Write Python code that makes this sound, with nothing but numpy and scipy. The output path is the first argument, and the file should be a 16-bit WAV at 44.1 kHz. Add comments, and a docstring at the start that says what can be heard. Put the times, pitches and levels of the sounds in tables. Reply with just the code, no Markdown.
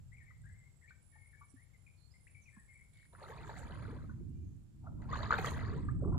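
"""A grassy swamp: wind buffets a small camera's two ports over a faint hush, insects trill, far birds call.
Lone bubbles plop, grass brushes past and gear bumps softly. At about 3 s and 5 s someone wades a slow
stride, the second louder: each leg folds air into the water, which rings as gulps, bubbles and fizz,
and drags spray through the reeds. Mud gurgles under the boots, and the wind builds towards the end.
The left port is muffled, so the bright sounds of the marsh sit to the right."""
import sys
import numpy as np
from scipy import signal
from scipy.fft import rfft, irfft
from scipy.io import wavfile
from scipy.ndimage import uniform_filter1d

SR = 44100
rng = np.random.default_rng(int(sys.argv[2]) if len(sys.argv) > 2 else 0)


def bounce(signal):
    """Save signal as a 16-bit WAV file at the path given by the first command-line argument."""
    frames = np.transpose(np.atleast_2d(signal))
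    limited = np.clip(frames, -1, 1)
    pcm = np.round(limited * 32767).astype(np.int16)
    wavfile.write(sys.argv[1], SR, pcm)


N = 272538
TIME, BINS = np.arange(N) / SR, np.fft.rfftfreq(N, 1 / SR)
TRILLER_HZ, CHIRPER_HZ = 9705, 7905  # the two main near insects


def gain_of(db):
    """Decibels to amplitude."""
    return 10 ** (np.asarray(db) / 20)


def unit_rms(x):
    """Scales to rms 1."""
    return x / np.sqrt(np.mean(x ** 2) + 1e-20)


def steadied(x, span_s):
    """Rides the level to about rms 1 over span_s, keeping the faster grain."""
    size = max(int(span_s * SR), 8)
    power = np.mean(np.atleast_2d(x) ** 2, axis=0)
    return x / np.sqrt(abs(uniform_filter1d(uniform_filter1d(power, size), size)) + 1e-20)


def on_bins(points):
    """Spreads (freq_hz, value) rows over the frequency bins."""
    hz, value = np.transpose(points)
    return np.interp(np.log(BINS + 1), np.log(hz + 1), value)


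def coloured(x, points):
    """EQ from (freq_hz, gain_db) rows, falling steeply above the last."""
    octaves_above = np.log2(np.maximum(BINS / points[-1][0], 1))
    return irfft(rfft(x) * gain_of(on_bins(points) - 20 * octaves_above), N)


def fader(rows):
    """Gain over time from (time_s, level_db) rows."""
    return gain_of(np.interp(TIME, *np.transpose(rows)))


def held(start, length, rise_s, fall_s):
    """An envelope that rises, holds until start + length, and dies away."""
    attack = np.clip((TIME - start) / rise_s, 0, 1) ** 2
    return attack * np.exp(-np.maximum(TIME - start - length, 0) / fall_s)


def crest(s, rise_s, fall_s, hold_s=0):
    """An envelope that swells up to time s, holds, and dies away."""
    return np.exp(-np.maximum(s - TIME, 0) / rise_s - np.maximum(TIME - s - hold_s, 0) / fall_s)


def add(mix, s, sound):
    """Mixes a sound in at time s."""
    part = mix[max(round(s * SR), 0):][:len(sound)]
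    part += sound[:len(part)]


def narrow(hz, width_hz):
    """Noise in one resonance; at 0 Hz, a random drift."""
    return unit_rms(irfft(rfft(rng.standard_normal(N)) / (1 + ((BINS - hz) / width_hz) ** 2), N))


def bubble(hz, t60, glide, swell_cycles):
    """A pocket of air rings, its pitch gliding up as it nears the surface."""
    t = np.arange(int(1.2 * t60 * SR) + 16) / SR
    shape = (1 - np.exp(-(t * hz / swell_cycles) ** 2)) * np.exp(-np.log(1000) * t / t60)
    return shape / shape.max() * np.sin(2 * np.pi * hz * t * (1 + glide * t / t60))


def cloud(low_hz, high_hz, per_s, cycles, spread_db, glide, count=40):
    """Bubbles of many sizes, each size ringing at its own random moments."""
    chance, strength, kind = rng.random(N), rng.exponential(1, N), rng.integers(0, count, N)
    rings = [bubble(hz, cycles * rng.uniform(0.26, 1.84) / hz, glide, swell_cycles=1.5)
             for hz in np.geomspace(low_hz, high_hz, count)]
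    out = np.zeros(N)
    for at in np.flatnonzero(chance < per_s / SR):
        gain = gain_of(spread_db * min(strength[at], 4))
        add(out, at / SR, gain * rng.choice([-1, 1]) * rings[kind[at]])
    return out


def ports(x, lag_ms, wet_db, t60, likeness):
    """Stereo with diffuse echoes off water and reeds; the left port lags below its resonance."""
    t = np.arange(SR // 2) / SR
    tail = rng.standard_normal((2, len(t))) * np.exp(-np.log(1000) * t / t60) * (1 - np.exp(-t / 0.0036))
    tail /= np.linalg.norm(tail[0])
    echo, left_echo = gain_of(wet_db) * signal.fftconvolve(x[None], tail, axes=1)[:, :N]
    left = x + likeness * echo + np.sqrt(1 - likeness ** 2) * left_echo
    delay_ms = lag_ms / (1 + (BINS / 1900) ** 4)
    return np.array([irfft(rfft(left) * np.exp(-2j * np.pi * BINS * delay_ms / 1000), N), x + echo])


def wind():
    """Eddies press on each port; only the slowest are shared."""
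    # strength of the breeze: time_s, level_db
    breeze = [(0.0, -54), (0.3, -62.5), (0.45, -53), (0.75, -67), (3.05, -66), (3.45, -53), (3.9, -47.5),
              (4.45, -48.5), (4.7, -61.5), (4.95, -46), (5.85, -40.5), (6.1, -36)]
    # EQ of the low buffeting and of the flutter above it: freq_hz, gain_db
    buffet_eq = [(10, -19.5), (40, -4), (97, 5), (145, -1), (185, -11), (280, -32.5)]
    flutter_eq = [(120, -3.5), (210, 7.5), (330, 1.5), (480, -23.5)]
    # how alike the two ports are: freq_hz, likeness (0-1)
    port_likeness = [(35, 0.95), (90, 0.32), (400, 0.051)]
    left, other = rng.standard_normal((2, N))
    likeness = on_bins(port_likeness)
    right = irfft(likeness * rfft(left) + np.sqrt(1 - likeness ** 2) * rfft(other), N)
    eddies = np.array([left, right])
    buffet = steadied(coloured(eddies, buffet_eq), 0.42)
    flutter_fade_in = fader([(2.5, -33), (3.37, -8.5)])  # the flutter fades in at about 3 s
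    flutter = steadied(coloured(eddies, flutter_eq), 0.8) * flutter_fade_in
    lean_db = np.interp(TIME, [.4, 1.1, 2.6, 3.2], [0.0, 6.0, 5.0, -1.5])  # swings left, then back
    return (gain_of(1.44) * buffet + flutter) * fader(breeze) * gain_of([lean_db, -lean_db])


def air():
    """Faint even hush of the open marsh."""
    # EQ of the hush: freq_hz, gain_db
    hush_eq = [(100, 16.5), (600, 2.5), (3000, -6), (9800, -7.5), (15500, -16)]
    hush = unit_rms(coloured(rng.standard_normal((2, N)), hush_eq))
    return hush * fader([(3, -74.5), (6.18, -77.5)]) * gain_of([[-1.5], [1.5]])


def insects():
    """A far chorus, and near stridulators whose thin tones pulse with each wing stroke."""
    # bouts of the near insects: start_s, length_s, pitch_hz, pulse_depth (0-1), level_db
    trills = [(0.444, 0.56, CHIRPER_HZ, 0.5, -77.5), (0.957, 0.61, TRILLER_HZ, 0.36, -71.5),
              (1.714, 1.55, TRILLER_HZ, 0.1, -75.5), (2.446, 0.33, CHIRPER_HZ, 0.55, -74),
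              (3.303, 0.65, TRILLER_HZ, 0.5, -81), (3.974, 0.56, 6520, 0.3, -92.5),
              (5.65, 1.23, CHIRPER_HZ, 0.5, -86)]
    # fade of the far chorus: time_s, level_db
    chorus_fade = [(3, -76), (4.0, -83.5)]
    strokes_per_s = 22 * (1 + 0.28 * narrow(0, 8))
    strokes = np.cumsum(strokes_per_s) / SR
    rasp = 1 + 0.6 * narrow(0, 240)
    pulse = unit_rms(np.exp(-(np.sin(np.pi * strokes) / 0.4) ** 2))
    wander_hz = 45.1 * narrow(0, 30)
    falter = gain_of(4 * narrow(0, 1.8))
    near = np.zeros(N)
    for start, length, hz, depth, db in trills:
        tone = unit_rms(np.sin(2 * np.pi * np.cumsum(hz + wander_hz) / SR) * (1 - depth + depth * pulse))
        near += gain_of(db) * tone * held(start, length, rise_s=0.076, fall_s=0.1)
    bursts = unit_rms(np.sqrt(pulse * np.maximum(narrow(0, 5.6), 0)))  # far ones chirp on and off
    far = narrow(7370, 290)
    far += bursts * (gain_of(-8.5) * narrow(7920, 60) + gain_of(-5) * narrow(8780, 110))
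    return np.tile(near * falter * rasp + gain_of(-4) * far * fader(chorus_fade), (2, 1))


def birds_and_drips():
    """Distant bird notes, hoarse when loud, plus two short drip-like clicks, all blurred by echoes."""
    # bird notes, and the clicks at 1.864 s and 2.268 s: start_s, length_s, first_hz, last_hz, level_db
    glides = [(0.115, 0.043, 1970, 2130, -65), (0.162, 0.046, 2363, 2055, -66.5),
              (0.201, 0.051, 1920, 1763, -68), (0.26, 0.066, 2253, 1980, -66.5),
              (0.432, 0.08, 1735, 1834, -68), (0.467, 0.24, 2057, 2088, -74),
              (0.809, 0.068, 2000, 1786, -68.5), (0.872, 0.034, 2133, 2275, -66),
              (1.08, 0.416, 2182, 2238, -76), (1.119, 0.066, 1737, 1815, -71.5),
              (1.199, 0.087, 2096, 2188, -72), (1.326, 0.036, 1927, 1616, -66.5),
              (1.483, 0.03, 6050, 5560, -72), (1.556, 0.083, 1680, 2272, -72.5),
              (1.732, 0.036, 2230, 2050, -73), (1.864, 0.018, 2414, 2170, -64),
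              (2.136, 0.038, 2066, 2174, -71.5), (1.968, 0.11, 4180, 4330, -68),
              (2.107, 0.02, 4600, 5170, -64), (2.268, 0.014, 1740, 2770, -63),
              (2.345, 0.037, 2180, 2290, -64.5), (2.417, 0.037, 6560, 5650, -66.5),
              (2.452, 0.057, 2680, 1970, -65), (2.516, 0.13, 1752, 1774, -71.5),
              (2.67, 0.176, 2134, 2220, -68), (2.924, 0.135, 2242, 2135, -73),
              (4.29, 0.15, 2790, 2900, -91), (4.34, 0.11, 2370, 2415, -87.5)]
    hoarse_db = -68  # tones this loud waver and rasp fully
    waver_hz, rasp = 85 * narrow(0, 50), 0.45 * narrow(0, 130)
    out = np.zeros(N)
    for s, length, first_hz, last_hz, db in glides:
        n, at = int(length * SR), int(s * SR)
        hoarse = min(gain_of(db - hoarse_db), 1)
        hz = np.linspace(first_hz, last_hz, n) + hoarse * waver_hz[at:][:n]
        tone = np.sin(2 * np.pi * np.cumsum(hz) / SR) * (1 + hoarse * rasp[at:][:n])
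        add(out, s, gain_of(db) * unit_rms(tone * signal.windows.tukey(n, .3)))
    return ports(out, lag_ms=0.21, wet_db=-4, t60=0.5, likeness=0.83) * gain_of([[0], [-6]])


def plops():
    """Single big bubbles ring, and four lesser ones pinch off just after each."""
    # big bubbles: start_s, peak_db, pitch_hz, t60_s
    big_bubbles = [(.305, -64, 1214, 0.029), (.905, -54, 1495, 0.035), (1.155, -63, 833, 0.041),
                   (1.408, -55, 1126, 0.075), (2.564, -64.5, 1040, 0.043), (3.15, -49, 1310, 0.0095),
                   (3.217, -46.5, 576, 0.029), (3.295, -46, 457, 0.047), (3.309, -45.5, 852, 0.03),
                   (3.382, -53.5, 2400, 0.019), (3.493, -39, 850, 0.0096), (3.696, -50, 530, 0.029),
                   (3.722, -49.5, 2940, 0.0093), (4.093, -54, 1436, 0.037), (4.204, -48, 337, 0.052),
                   (5.091, -45, 1045, 0.054), (5.127, -31.5, 1165, 0.036), (5.3059, -22, 1178, 0.019),
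                   (5.3248, -18.5, 1390, 0.01), (5.382, -39.5, 2420, 0.023), (5.385, -32, 783, 0.018),
                   (5.388, -34, 418, 0.031), (5.468, -35.5, 1100, 0.023), (5.469, -37.5, 3160, .028),
                   (5.591, -40, 1900, 0.011), (5.884, -41, 1182, 0.031), (6.022, -37.5, 522, 0.025),
                   (6.056, -30.5, 328, 0.028), (6.14, -44.5, 975, 0.056)]
    out = np.zeros(N)
    for s, db, hz, t60 in big_bubbles:
        add(out, s, gain_of(db) * bubble(hz, t60, glide=0.067, swell_cycles=0.11 * t60 * hz))
        for late, detune in rng.uniform(-0.9, 1, (4, 2)):
            lesser = bubble(hz * 1.39 ** detune, t60, glide=0.19, swell_cycles=0.62)
            add(out, s + 0.022 * abs(late), gain_of(db - 10.5) * lesser)
    return out


def grass_brushing():
    """Envelope of blades of grass brushing past."""
    # brushes: start_s, length_s, level_db
    brushes = [(0.878, 0.016, -70.5), (2.925, 0.13, -74)]
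    return sum(gain_of(db) * held(s, length, rise_s=0.013, fall_s=0.014) for s, length, db in brushes)


def gear():
    """Dull bumps of tackle against the body."""
    # soft knocks: start_s, peak_db, pitch_hz, t60_s
    bumps = [(1.538, -51.5, 262, 0.08), (2.569, -50, 203, 0.07)]
    out = np.zeros(N)
    for s, db, hz, t60 in bumps:
        add(out, s, gain_of(db) * bubble(hz, t60, glide=0, swell_cycles=0.72))
    return out * gain_of([[-4], [1]])


def stirring():
    """Envelope of the wading: a leg pushes, lifts clear and drains, with waves breaking on top."""
    # strides: start_s, push_s, drain_s, level_db
    strides = [(3.138, 0.45, 0.6, -58), (5.047, 0.32, 0.56, -50)]
    # waves against the leg: peak_s, level_db
    sloshes = [(3.132, -62), (3.227, -54.5), (3.303, -56.5), (3.495, -53), (3.567, -51.5), (3.831, -56.5),
               (5.02, -60.5), (5.128, -50), (5.157, -43.5), (5.231, -45.5), (5.308, -41), (5.328, -39.5),
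               (5.383, -42), (5.447, -41), (5.467, -39), (5.589, -74), (5.673, -63)]
    push_rise_s, power = 0.076, np.zeros(N)
    for start, push_s, drain_s, db in strides:
        push = np.clip((TIME - start) / push_rise_s, 0, 1) ** 2
        drained = np.maximum(TIME - start - push_s, 0) / drain_s
        drain_db = -24 * drained ** 3.23  # starts gently, then steepens
        power += (push * gain_of(db + drain_db)) ** 2
    for s, db in sloshes:
        power += (gain_of(db) * crest(s, rise_s=0.003, fall_s=0.023)) ** 2
    return np.sqrt(power)


def churn(stir):
    """Air folded in by the legs rings as big gulps, middling bubbles and fine fizz."""
    # EQ of each bubble size: freq_hz, gain_db
    gulp_eq = [(230, -31.5), (400, 0.5), (680, -0.5), (1000, -35)]
    bubble_eq = [(400, -31.5), (900, -2.5), (1200, 3.5), (1500, -4), (1900, -13)]
    fizz_eq = [(1200, -21), (1600, 10), (2700, -7), (3400, -18), (4500, -38.5)]
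    gulps = cloud(305.8, 890, per_s=190, cycles=23.5, spread_db=3.35, glide=0.272)
    bubbles = cloud(603, 1680, per_s=300, cycles=40, spread_db=3.8, glide=0.17)
    fizz = cloud(1471, 3490, per_s=650, cycles=42, spread_db=5.0, glide=0.17)
    return stir * (gain_of(-4.5) * steadied(coloured(gulps, gulp_eq), 0.083)
                   + gain_of(-1.5) * steadied(coloured(bubbles, bubble_eq), 0.06)
                   + gain_of(-9) * steadied(coloured(fizz, fizz_eq), 0.08))


def spray(stir, surge):
    """Droplets and wet grass patter as the leg pushes through; soft showers fall as it lifts."""
    # EQ of the coarse and the fine drops: freq_hz, gain_db
    coarse_eq = [(1500, 17), (2400, -3), (3100, 3), (4400, 9.5), (5100, -1), (5750, -34.5), (6750, 9),
                 (7800, -14), (10000, -39)]
    fine_eq = [(6500, 1.5), (8700, -5.5), (10000, -1), (11900, -14), (14300, -0.5), (15500, -8)]
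    # showers thrown up by the leg: peak_s, level_db, pitch_hz
    showers = [(3.29, -71.5, 12300), (3.47, -65.5, 7300), (3.585, -60, 7400), (5.17, -65.5, 6700),
               (5.389, -61.5, 14100), (5.456, -50.5, 6630), (5.505, -60.5, 9800)]
    coarse = cloud(1860, 8020, per_s=3400, cycles=42, spread_db=5.1, glide=0.1)
    coarse = steadied(coloured(coarse, coarse_eq), 0.05)
    fine = cloud(6000, 15500, per_s=3200, cycles=36, spread_db=4.0, glide=0.05)
    fine = steadied(coloured(fine, fine_eq), 0.05)
    breaking_db, mist_db, growth = -48.5, -29.5, 1.21  # spray grows faster than the stirring
    splashing = gain_of(breaking_db - 6.5) * (stir / gain_of(breaking_db)) ** growth
    patter = surge * coarse * (splashing + grass_brushing()) + fine * gain_of(mist_db) * stir
    for s, db, hz in showers:
        alike = signal.lfilter(*signal.iirpeak(hz, Q=14, fs=SR), fine)  # like drops stress one pitch
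        drops = unit_rms(fine + gain_of(10.5) * alike)
        patter += gain_of(db) * drops * crest(s, rise_s=0.019, fall_s=0.039, hold_s=0.0048)
    return patter


def slaps():
    """Water slaps and blades of grass snap: tiny bursts of bright noise."""
    # cracks: start_s, level_db
    cracks = [(3.579, -47.5), (5.388, -43), (5.461, -36)]
    band = signal.butter(2, [2200, 7000], "band", fs=SR, output="sos")
    decay = np.exp(-TIME[:SR // 20] / 0.0009)
    out = np.zeros(N)
    for s, db in cracks:
        noise = unit_rms(signal.sosfilt(band, rng.standard_normal(len(decay))))
        add(out, s, gain_of(db) * noise * decay)
    return out


def mud():
    """A boot squeezes air from the mud: deep gulps and round bubbles under an unbroken surface."""
    # gurgles: start_s, length_s, gulps_db, bubbles_db
    gurgles = [(3.842, 0.081, -51, -64), (4.812, 0.071, -88, -59.5), (4.963, 0.084, -67, -64.5),
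               (5.657, 0.11, -47.5, -65), (5.988, 0.29, -45.5, -56)]
    gulps = steadied(cloud(207, 439, per_s=130, cycles=17.7, spread_db=6.9, glide=0.29), 0.026)
    bubbles = steadied(cloud(520, 1300, per_s=380, cycles=28, spread_db=3.4, glide=0.15), 0.05)
    gulp_gain, bubble_gain = np.zeros((2, N))
    for start, length, gulps_db, bubbles_db in gurgles:
        squeeze = held(start, length, rise_s=0.042, fall_s=0.033)
        gulp_gain = np.hypot(gulp_gain, gain_of(gulps_db) * squeeze)
        bubble_gain = np.hypot(bubble_gain, gain_of(bubbles_db) * squeeze)
    return gulps * gulp_gain + bubbles * bubble_gain


def scene():
    """The marsh and the wading, dulled at the left port, with wind and hush laid on top."""
    surge = gain_of(0.62 * narrow(0, 32))  # water breaks in clumps, moving bubbles and spray together
    stir = stirring()
    water = (churn(stir) + mud()) * surge + plops()
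    water = ports(water, lag_ms=0.19, wet_db=-8.5, t60=0.38, likeness=0.58)
    splashes = ports(spray(stir, surge) + slaps(), lag_ms=0, wet_db=-12, t60=0.13, likeness=0)
    left, right = water + splashes + birds_and_drips() + insects() + gear()
    # the muffled port: freq_hz, gain_db
    muffle_eq = [(500, -2.5), (1400, 2.5), (2300, 3.5), (2900, -9.0), (3700, -34.5), (15000, -23)]
    return np.array([coloured(left, muffle_eq), right]) + wind() + air()


def record(dry):
    """A steep low-pass takes off the very top of the treble."""
    cutoff_hz = 15550
    lowpass = signal.firwin(511, cutoff_hz, window=("kaiser", 9), fs=SR)
    return signal.oaconvolve(dry, lowpass[None], "same")


dry = scene()
out = record(dry)
bounce(out)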